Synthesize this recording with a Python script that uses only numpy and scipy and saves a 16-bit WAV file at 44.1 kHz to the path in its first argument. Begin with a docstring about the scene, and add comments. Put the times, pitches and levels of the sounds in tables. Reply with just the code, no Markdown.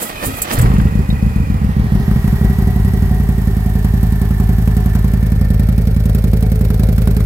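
"""The exhaust of a big V-twin motorcycle dominates, outdoors and close by: each firing excites a resonant
pressure pulse, and delayed, duller copies of it form the echoes of its pipe. The engine catches with a burst,
lopes on alternating cycles and settles into an even idle. Crackle is noise gated by pulses; hiss and clatter
are coloured noise modulated by the firings; the cases are struck resonators; a gear whines as a drifting sine.
Before the catch the starter cranks, with rattle, released compression, groans, whine and clacks."""
import sys
import numpy as np
from scipy import signal
from scipy.fft import rfft, irfft
from scipy.io import wavfile

SR = 44100
rng = np.random.default_rng(int(sys.argv[2]) if len(sys.argv) > 2 else 0)


def wav_record(signal):
    """Record a signal, one row per channel, as 16-bit PCM in the file named by sys.argv[1]."""
    frames = np.transpose(np.atleast_2d(signal))
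    bounded = np.clip(frames, -1, 1)
    # unit amplitude maps onto the largest positive 16-bit level
    quanta = np.round(bounded * 32767).astype(np.int16)
    wavfile.write(sys.argv[1], SR, quanta)


N = 319725
T = np.arange(N) / SR   # time of each sample [s]

# Stereo coherence of noise: (frequency [Hz], left-right correlation [1])
LIKENESS = [(60, .97), (250, .9), (500, .72), (1000, .6), (2000, .4), (15000, .35)]
CUTOFF_HZ = 15800

# Positions of the turning listener: first to second between the first two times, second to third in the last two
TURNS_S = (1.6, 2.1, 4.9, 5.5)

# Starter: pistons dragged over the top:
# (release time [s], rattle level [dB], released-gas level [dB], chuff level [dB])
COMPRESSIONS = [(0.029, -31, -20.5, -51), (0.262, -24.5, -19.5, -18.5), (0.537, -20.5, -20, -21.5)]
RATTLE_LEADS_S, CHUFF_LAGS_S = 0.026, .008
# steady levels between compressions
RATTLE_FLOOR_DB, RELEASE_FLOOR_DB, CHUFF_FLOOR_DB = -28.5, -41.5, -33.5
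# exponential time constants
RATTLE_RISE_S, RATTLE_FALL_S = 0.022, 0.046
RELEASE_RISE_S, RELEASE_FALL_S = 0.015, 0.015
CHUFF_RISE_S, CHUFF_FALL_S = 0.0064, 0.044
CRANK_MOVES_S = .12   # the chuff is weaker until the crank turns
# Spectra of gas chuff, gear rattle and released gas: (frequency [Hz], relative density [dB per Hz])
CHUFF_SPECTRUM = [(15, -39), (25, 1.5), (120, -1.5), (224, -8.5), (260, -1.5), (373, -38), (400, -7.5),
                  (520, -20), (880, -120)]
RATTLE_SPECTRUM = [(88, -41), (150, -4), (299, -2.5), (367, -0.5), (401, -9.5), (587, -1), (967, -6.5),
                   (1840, -9.5), (5000, -19), (6500, -20.5), (11000, -120)]
RELEASE_SPECTRUM = [(1760, -33), (3000, -19), (5850, -7), (7450, 3.5), (10000, 3.5), (13200, 5),
                    (16200, -1.5), (16800, -23)]
# Thin high squeal and hiss that swell, then stop short: (peak time [s], squeal level [dB], hiss level [dB])
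SQUEALS = [(.095, -42, -36), (.39, -33, -34.5)]
SQUEAL_RISE_S, SQUEAL_FALL_S = 0.051, .008
PINION_HZ, SQUEAL_HZ = 2470, 13000
# Pinion whine: (time [s], level [dB])
PINION_LEVEL = [(0, -58), (.176, -34), (.25, -39), (.32, -46), (.39, -37), (.55, -46), (.62, -50)]
# Tones of the starter gears: (mean frequency [Hz], width [Hz], relative level [dB])
GEAR_TONES = [(1234, 200, 0.5), (1860, 72, -1), (2690, 190, -17), (3160, 130, -5.5), (3750, 120, -9.5),
              (4210, 120, -13), (4600, 120, -14)]
# Downward groans as a piston passes its top:
# (onset time [s], length [s], first frequency [Hz], last frequency [Hz], relative level [dB])
GROANS = [(.0, 0.077, 268, 198, -25.5), (0.192, 0.091, 270, 113, -27.5), (0.497, 0.073, 272.2, 173, -21.5)]
# Harmonics 1 to 6 of the groan: (relative level [dB])
GROAN_HARMONICS = (-2.5, -8, -7, -14, -17, -21)
# Clacks of the starter gear: (time [s], relative level [dB])
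CLACKS = [(0.418, -6.5), (0.5866, -15), (0.614, -15)]
# Modes of a clack: (frequency [Hz], relative level [dB], twice the 60 dB decay time [s])
CLACK_MODES = [(4460, -18, 0.26), (7700, -4, 0.19), (8240, 0, 0.07), (9900, -13, 0.1), (10300, -9, 0.085),
               (10650, -19, 0.098), (12160, -3, 0.024), (12590, -6, 0.039), (14520, -22, 0.087)]

# Running engine as the turning listener hears it: (time [s], relative clatter level [dB],
# share of hiss in puffs [1], relative whine level [dB], relative case level [dB],
# relative rasp level [dB], left-right balance before a fixed offset [dB])
HEARD = [(.9, -34, .25, -45, -41, -40, -1.5), (1.6, -32.5, 0.31, -47.5, -44.5, -37, -2.5),
         (2.1, -34.5, 0.22, -44, -45.5, -22, -2), (2.7, -35, 0.42, -41.5, -32.5, -36, -1.5),
         (4.9, -35.5, 0.59, -43.5, -35, -22, -0.5), (5.5, -36, 0.76, -44, -46, -27, -0.5),
         (6.5, -36, 0.82, -54, -33, -23.5, -2), (7.25, -35, 0.8, -70, -37.5, -19.5, -2)]
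# Clatter (first) and cases (second) are louder just after the catch; exponential fade
SURGE_S, SURGE_DB, SURGE_FADE_S = 0.56, (14.5, 20), 0.18
# Hiss: (time [s], relative level [dB])
HISS_LEVEL = [(.6, -44.5), (.85, -49.5), (1.8, -51.5), (2.25, -45), (2.8, -45), (4.7, -43.5), (5.4, -45),
              (6.3, -42.5), (7.1, -42)]
# One spectrum of hiss and of clatter per position: (frequency [Hz], relative density [dB per Hz])
HISS_SPECTRA = [
    [(1760, -23), (3000, -9.5), (5370, -7), (6370, -8.5), (13600, -7), (16200, -10), (16800, -31)],
    [(1760, -13), (3000, -8.5), (6510, -8.5), (8710, -4.5), (9620, -5), (12300, 2), (16200, -7),
     (16800, -9.5)],
    [(1470, -6), (2500, -3), (2810, -4.5), (4240, -1), (6690, -6.5), (13100, 3.5), (16200, -6), (16800, -8)],
]
CLATTER_SPECTRA = [
    [(180, -1.5), (300, 0), (330, -18), (448, -2.5), (608, -12.5), (676, -11.5), (1040, -9.5),
     (1710, -17.5), (1970, -14.5), (2140, -20), (5000, -33.5), (6500, -65), (11000, -120)],
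    [(180, -26), (300, -9.5), (346, -16.5), (389, 3), (510, -23.5), (630, -12.5), (734, -10.5),
     (1420, -18.5), (1880, -17), (2220, -24), (5000, -30), (6500, -36), (11000, -120)],
    [(180, -41), (300, -5), (350, -43), (407, -1), (708, -10.5), (1110, -22), (1350, -16), (1950, -20.5),
     (2250, -19.5), (2810, -28), (5000, -29.5), (6500, -38), (11000, -120)],
]
# Gear whine: (time [s], frequency [Hz])
WHINE_PITCH = [(.6, 1860), (1.1, 1936), (1.8, 1873), (2.8, 1931), (3.7, 1808), (4.5, 1767), (7.25, 1864)]
# Freed starter spinning down: (time [s], frequency [Hz], level [dB])
RUNDOWN = [(.56, 2500, -50), (1.0, 2500, -46.5), (1.45, 2436, -43), (1.75, 2280, -56), (1.9, 2250, -54)]
# Low drone from the cases: (time [s], frequency [Hz], level [dB])
DRONE = [(1.6, 787, -47), (2.3, 760, -48), (4.8, 730.7, -47), (5.3, 724, -63)]
# One short metallic chirp: (time [s], frequency [Hz], relative level [dB], 60 dB decay time [s])
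CHIRP = (1.103, 3800, -19, .06)
# Case modes rung by each blast: (frequency [Hz], relative level before the last turn [dB],
# relative level after it [dB], 60 dB decay time [s])
CASE_MODES = [(391, 1.5, 6.5, 0.087), (434.7, -8, 1.5, 0.13), (517, -68, -5, 0.16), (635, -22, -6, 0.056),
              (734, -7, -12, 0.2)]
# Gas flow keeps shaking the cases after each blast
SHUDDER_DB, SHUDDER_RISE_S, SHUDDER_FALL_S = -21.5, 0.0055, 0.016

# Unburnt fuel cracking in the pipes: (time [s], relative level [dB])
CRACKLES = [(0.593, -11.5), (0.627, -17), (0.657, -13.5), (0.714, -19), (0.762, -16.5), (0.798, -16),
            (0.868, -19)]

# Uneven first cycles: (time of front pressure dip [s], front blast level [dB], rear delay [ms],
# rear blast level [dB])
FIRST_CYCLES = [(0.585, -15, 9.6, -27), (0.6288, -6, 16.7, -3), (0.664, -5.5, 11.5, -35),
                (0.7031, -4.5, 37.3, -1.5)]
REGULAR_FROM_S = .785
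# Crank speed: (time [s], speed [rpm])
SPEED = [(0.78, 1691.9), (1.0, 1766.7), (1.3, 1765.3), (1.7, 1592.8), (2.4, 1398.2), (2.7, 1364.0),
         (3.0, 1371.7), (3.2, 1354.3), (3.5, 1270.4), (3.9, 1312.8), (4.0, 1293.4), (4.3, 1303.5),
         (5.6, 1304.1), (7.25, 1293.3)]
# Alternating cycles: (time [s], mean front level [dB], mean rear level [dB], mean rear delay [cycle])
EVEN_CYCLES = [(.785, -0.5, -2.5, .43), (1.06, -23, -2, 0.47), (1.47, -14.5, -2.5, 0.41),
               (1.62, -6.5, -2.5, 0.38), (2.08, -2, -1, .41), (2.42, -3.5, -1, 0.39),
               (2.76, -4, -10.5, .425), (3.3, -3.5, -13.5, 0.4), (5.0, -3.5, -11.5, 0.42),
               (7.25, -4.5, -9, 0.42)]
ODD_CYCLES = [(.855, -2, -15, 0.36), (1.27, -5, -14, 0.47), (1.55, -7, -18, 0.38), (1.85, -7, -11, 0.29),
              (2.16, -3, -10.5, 0.4), (2.5, -1.5, -9.5, 0.35), (2.85, -4, -9, .365), (3.3, -5, -13, 0.39),
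              (5.0, -3, -12.5, 0.41), (7.25, -5, -9, 0.42)]
BLAST_SPREAD_DB, REAR_SPREAD_MS = (.6, 1.2), .8   # standard deviations: (front, rear) level, rear delay
CHANCE = rng.standard_normal((100, 3))   # per cycle: front strength, rear strength, rear delay

# Direct blast, then the returns in each pipe: (delay [ms], gain while loping [1], gain at even idle [1])
FRONT_PIPE = [(0, 1.15, 1.295), (3.96, 0.6, -0.37), (12.4, 0.95, 0.53), (19.11, 0.083, 0.78),
              (31.75, 0.071, 0.054), (35.53, 0.15, 0.2), (55.43, 0.38, 0.95)]
REAR_PIPE = [(0, 1, 1.41), (2.21, 0.17, -0.79), (14.78, 0.3, 1.3), (18.01, 0.82, 0.41), (36.95, 0.25, 1.01),
             (54, 0.23, -0.19), (76.6, 0.48, -0.93)]
SETTLING_S = (2.37, 2.82)   # from loping to even idle
# First rich charges going off in the pipes: (time [s], relative level [dB])
CATCH = [(0.578, -5), (0.587, -4), (.602, 4), (.620, -2), (0.643, 3), (.661, 5.5), (0.685, -5)]


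def from_db(db):
    """Level-amplitude relation: the gain is 10 to the power dB/20."""
    return 10 ** (np.asarray(db) / 20)


def rms_one(x):
    """Power normalisation: the signal is divided by its rms value."""
    return x / np.sqrt(np.mean(x ** 2) + 1e-20)


def in_time(rows):
    """Linear interpolation: each column becomes a curve over all samples."""
    s, *columns = np.transpose(rows)
    return [np.interp(T, s, c) for c in columns]


def at_hz(points, hz):
    """Logarithmic frequency axis: a spectrum is interpolated between its points."""
    f, value = np.transpose(points)
    return np.interp(np.log(hz), np.log(f), value)


def clicks(times, gains):
    """Impulse excitation: single-sample impulses of the given gains."""
    out = np.full(N, 1e-18)
    index = (np.asarray(times) * SR).astype(int)
    np.add.at(out, np.minimum(index, N - 1), gains)
    return out


def two_pole(x, hz, q, high=False):
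    """Second-order resonance: a low- or high-pass whose peak grows with q."""
    w = 2 * np.pi * hz / SR
    c, damp = np.cos(w), np.sin(w) / (2 * q)
    if high:
        b = np.array([1, -2, 1]) * (1 + c) / 2
    else:
        b = np.array([1, 2, 1]) * (1 - c) / 2
    return signal.lfilter(b, [1 + damp, -2 * c, 1 - damp], x)


def ring(x, hz, t60):
    """Free damped vibration: an impulse starts an exponentially decaying sine."""
    r, w = from_db(-60 / (t60 * SR)), 2 * np.pi * hz / SR
    return signal.lfilter([0, np.sin(w)], [1, -2 * r * np.cos(w), r * r], x)


def swell(x, rise_s, fall_s):
    """Two cascaded relaxations: each impulse becomes a smooth rise and fall."""
    up, down = np.exp(-1 / (rise_s * SR)), np.exp(-1 / (fall_s * SR))
    return signal.lfilter([1 - up], np.convolve([1, -up], [1, -down]), x)


def humps(times, levels_db, floor_db, rise_s, fall_s):
    """Exponential growth and decay: peaks about each moment are added to a steady floor."""
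    after = T - np.reshape(times, (-1, 1))
    shape = np.exp(np.where(after < 0, after / rise_s, -after / fall_s))
    return from_db(floor_db) + from_db(levels_db) @ shape


def noise(spectrum):
    """Partial coherence: stereo noise of rms 1 mixes a common and an opposed part by frequency."""
    hz = np.maximum(np.fft.rfftfreq(N, 1 / SR), 1)
    alike = np.clip(at_hz(LIKENESS, hz), -1, 1)
    mid, side = rfft(rng.standard_normal((2, N))) * from_db(at_hz(spectrum, hz))
    common = np.sqrt(1 + alike) * mid
    opposed = np.sqrt(1 - alike) * side * [[1], [-1]]
    return rms_one(irfft(common + opposed, N))


def turning(colours):
    """Equal-power crossfade: the noise colour passes from one listening position to the next."""
    place = np.interp(T, TURNS_S, [0, 1, 1, 2])
    out = 0
    for k, colour in enumerate(colours):
        weight = np.clip(1 - np.abs(place - k), 0, 1)
        out = out + np.sqrt(weight) * noise(colour)
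    return out


def whine(hz, width_hz):
    """Narrow-band modulation: a sine drifts in size and phase, partly apart on each side; rms 1."""
    # drift is drawn at every 32nd sample
    slow = two_pole(rng.standard_normal((2, 3, N // 32 + 1)), 16 * width_hz, .6)
    drift = slow[0] + 1j * slow[1]
    carrier = np.exp(2j * np.pi * np.cumsum(hz + 0 * T) / SR)
    coarse, fine = np.arange(drift.shape[1]), np.arange(N) / 32
    sides = [np.interp(fine, coarse, own + .8 * drift[2]) for own in drift[:2]]
    return rms_one((sides * carrier).real)


def firings():
    """Four-stroke principle: each cylinder has one blast time and strength per two crank turns."""
    cycles = np.cumsum(in_time(SPEED)[0]) / 120 / SR
    cycles -= np.interp(REGULAR_FROM_S, T, cycles)
    s = np.interp(np.arange(int(cycles[-1]) + 1), cycles, T)
    index = (s * SR).astype(int)
    even, odd = (np.array(in_time(rows))[:, index] for rows in (EVEN_CYCLES, ODD_CYCLES))
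    front_db, rear_db, part = np.where(np.arange(len(s)) % 2, odd, even)
    chance = CHANCE[:len(s)].T
    front_db = front_db + BLAST_SPREAD_DB[0] * chance[0]
    rear_db = rear_db + BLAST_SPREAD_DB[1] * chance[1]
    later_ms = part * np.gradient(s) * 1000 + REAR_SPREAD_MS * chance[2]
    regular = [s, front_db, later_ms, rear_db]
    s, front_db, later_ms, rear_db = np.hstack([np.transpose(FIRST_CYCLES), regular])
    s = s - .0025   # the valve opens just before the pressure dip is deepest
    return (s, from_db(front_db)), (s + later_ms / 1000, from_db(rear_db))


def groans():
    """Harmonic synthesis: gliding sums of harmonics under half-sine envelopes."""
    out = 0
    for s, length, from_hz, to_hz, level_db in GROANS:
        part = np.clip((T - s) / length, 0, 1)
        phase = 2 * np.pi * np.cumsum(from_hz + (to_hz - from_hz) * part) / SR
        groan = sum(from_db(db) * np.sin((k + 1) * phase) for k, db in enumerate(GROAN_HARMONICS))
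        out = out + from_db(level_db) * np.sin(np.pi * part) * groan
    return out


def clacks():
    """Modal excitation: gear impacts ring damped modes and release a noise burst."""
    s, peak_db = np.transpose(CLACKS)
    out = np.zeros((2, N))
    for hz, level_db, t60 in CLACK_MODES:
        for side in out:
            strike_db = peak_db + level_db - 10 + rng.normal(0, 2.0, len(s))
            side += ring(clicks(s, from_db(strike_db)), hz, t60 / 2)
    burst = swell(clicks(s, from_db(peak_db)), 0.0015, 0.0098)
    return out + from_db(-4.5) * burst * noise(RELEASE_SPECTRUM)


def starter():
    """Amplitude modulation by load: each compression swells the gas noise, gear rattle and gear tones."""
    top, rattle_db, release_db, chuff_db = np.transpose(COMPRESSIONS)
    rattle = humps(top - RATTLE_LEADS_S, rattle_db, RATTLE_FLOOR_DB, RATTLE_RISE_S, RATTLE_FALL_S)
    release = humps(top, release_db, RELEASE_FLOOR_DB, RELEASE_RISE_S, RELEASE_FALL_S)
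    chuff = humps(top + CHUFF_LAGS_S, chuff_db, CHUFF_FLOOR_DB, CHUFF_RISE_S, CHUFF_FALL_S)
    chuff *= np.interp(T, [CRANK_MOVES_S - .02, CRANK_MOVES_S], [.3, 1])
    peak, squeal_db, hiss_db = np.transpose(SQUEALS)
    release += humps(peak, hiss_db, -60, SQUEAL_RISE_S, SQUEAL_FALL_S)
    squeal = humps(peak, squeal_db, -60, SQUEAL_RISE_S, SQUEAL_FALL_S)
    pinion_db, = in_time(PINION_LEVEL)
    # uneven tooth contacts, about 300 a second
    contacts = (rng.random(N) < 300 / SR) * rng.exponential(1, N)
    teeth = rms_one(swell(contacts, 0.00055, 0.0021))
    out = release * noise(RELEASE_SPECTRUM)
    out += rattle * (0.52 + 0.26 * teeth) * noise(RATTLE_SPECTRUM)
    out += from_db(pinion_db) * whine(PINION_HZ, 200) + squeal * whine(SQUEAL_HZ, 121)
    wobble = 1 + .05 * np.sin(2 * np.pi * 3.6 * T)   # periodic rise and sag of gear speed
    for hz, width_hz, level_db in GEAR_TONES:
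        out += rattle * from_db(level_db - 13.5) * whine(hz * wobble, width_hz)
    out += groans()
    fade = np.interp(T, [.6, .66], [1, 0])
    gears = out * fade + clacks()
    pipes = chuff * noise(CHUFF_SPECTRUM) * fade
    return pipes + gears * from_db([[-2], [2]])   # the starter sits to the right


def gear_tones(whine_db, throb):
    """Quasi-periodic tones: a throbbing gear whine, the starter's run-down, a drone and a struck chirp."""
    whine_hz, = in_time(WHINE_PITCH)
    out = from_db(whine_db) * (0.35 + 0.74 * throb) * whine(whine_hz, 97)
    for table, width_hz in (RUNDOWN, 150), (DRONE, 50):
        hz, level_db = in_time(table)
        out += from_db(level_db) * whine(hz, width_hz)
    s, hz, level_db, t60 = CHIRP
    strike = swell(clicks([s], from_db(level_db)), .002, .00002)
    return out + ring(strike, hz, t60) * 20


def case_ring():
    """Forced and free vibration: blasts and the gas shudder after them excite the case modes; rms 1."""
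    cases = np.zeros(N)
    for hz, early_db, late_db, t60 in CASE_MODES:
        for s, gain in firings():
            level_db = np.interp(s, TURNS_S[2:], [early_db, late_db])
            knock = clicks(s, gain * from_db(level_db + rng.normal(0, 4.8, len(s))))
            shaking = swell(knock, SHUDDER_RISE_S, SHUDDER_FALL_S)
            shudder = from_db(SHUDDER_DB) * shaking * rng.standard_normal(N)
            cases += ring(knock + shudder, hz, t60)
    return rms_one(cases)


def engine_pulses():
    """Periodic excitation: one impulse per blast, with three valve ticks in each cycle."""
    (front, strong), (rear, weak) = firings()
    uneven = from_db(rng.normal(0, 1.6, (len(front), 5)))
    pulses = clicks(front - .0012, (strong + 0.033) * uneven[:, 0])
    pulses += clicks(rear - .001, (weak + 0.02) * uneven[:, 1])
    cycle = np.gradient(front)
    # (part of cycle, size)
    for k, (at, size) in enumerate([(.33, 0.14), (.62, 0.059), (.78, 0.17)]):
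        pulses += clicks(front + at * cycle, size * uneven[:, 2 + k])
    return pulses


def running():
    """Amplitude modulation by the firings: hiss puffs, clatter and whine throb, and the cases ring."""
    clatter_db, puffed, whine_db, case_db, _, pan_db = in_time(HEARD)
    surge = np.exp(-np.maximum(T - SURGE_S, 0) / SURGE_FADE_S)
    clatter_db, case_db = clatter_db + SURGE_DB[0] * surge, case_db + SURGE_DB[1] * surge
    hiss_db, = in_time(HISS_LEVEL)
    pulses = engine_pulses()
    puffs = rms_one(swell(pulses, 0.0031, 0.0032))
    puffed = np.clip(puffed, 0, 1)
    hiss = from_db(hiss_db + 6.5) * (1 - puffed + puffed * puffs) * turning(HISS_SPECTRA)
    throb = 1 - 0.96 * puffed + 0.85 * puffed * rms_one(swell(pulses, 0.0014, 0.036))
    clatter = from_db(clatter_db + 3) * throb * turning(CLATTER_SPECTRA)
    tones = gear_tones(whine_db, throb)
    cases = from_db(case_db) * case_ring()
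    started = np.interp(T, [.56, .6], [0, 1])
    balance = from_db(np.outer([.5, -.5], pan_db - 1.3))
    return started * (hiss + clatter + tones + cases) * balance


def crackle():
    """Impulsive noise: short cracks after the catch and a rasp on every blast."""
    s, level_db = np.transpose(CRACKLES)
    bursts = swell(clicks(s, from_db(level_db - 4.5)), 0.0013, 0.0061)
    blasts = sum(clicks(at, gain * from_db(rng.normal(0, 2.3, len(at)))) for at, gain in firings())
    rasp_db = in_time(HEARD)[4]
    bursts += from_db(rasp_db) * swell(blasts, .001, 0.0033)
    shared, own = rng.standard_normal(N), rng.standard_normal((2, N))
    band = two_pole(two_pole(shared + own, 820, 1.0, high=True), 1520, 1.0)
    return bursts * rms_one(band)


def exhaust():
    """Reflection in a pipe: a dip-then-peak blast has duller returns, changing as pipes warm and idle evens."""
    even, out = np.interp(T, SETTLING_S, [0, 1]), 0
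    for (s, gain), pipe, pan_db in zip(firings(), (FRONT_PIPE, REAR_PIPE), (-1.3, 1.1)):
        valve = clicks(s, -gain)
        blast = two_pole(two_pole(valve, 207.4, 3.79), 122.8, 0.71)
        blast = two_pole(blast, 55.6, 1.78, high=True) * from_db(39.5)
        blast = blast * from_db([[pan_db], [-pan_db]])   # the pipe mouths lie apart
        dull = two_pole(blast, 111.4, 0.96)
        for k, (ms, loping, idling) in enumerate(pipe):
            delay = round(ms * SR / 1000)
            late = np.pad(dull if k else blast, ((0, 0), (delay, 0)))[:, :N]
            out = out + late * (loping + (idling - loping) * even)
        # fired or not, the piston pumps a soft slug of gas that keeps the pipe booming while it lopes
        slug = ring(clicks(s, 0.44), 65.6, 0.75)
        out = out + (1 - even) * from_db(-18.0) * slug
    s, level_db = np.transpose(CATCH)
    bangs = ring(clicks(s, from_db(level_db)), 115, 0.045)
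    return out + two_pole(bangs, 275, 0.72)


def scene():
    """Interaural delay: the summed sources reach the left later, more so before the listener first turns."""
    left, right = exhaust() + crackle() + running() + starter()
    lag_s = np.interp(T, TURNS_S[:2], [18 / SR, 6 / SR])
    return np.array([np.interp(T - lag_s, T, left), right])


def record(dry):
    """Saturation and band limiting: peaks are rounded and the top treble is cut steeply."""
    steep = signal.ellip(8, .5, 50, CUTOFF_HZ, fs=SR, output="sos")
    return signal.sosfilt(steep, 1.316 * np.tanh(dry / 1.172))


dry = scene()
out = record(dry)
wav_record(out)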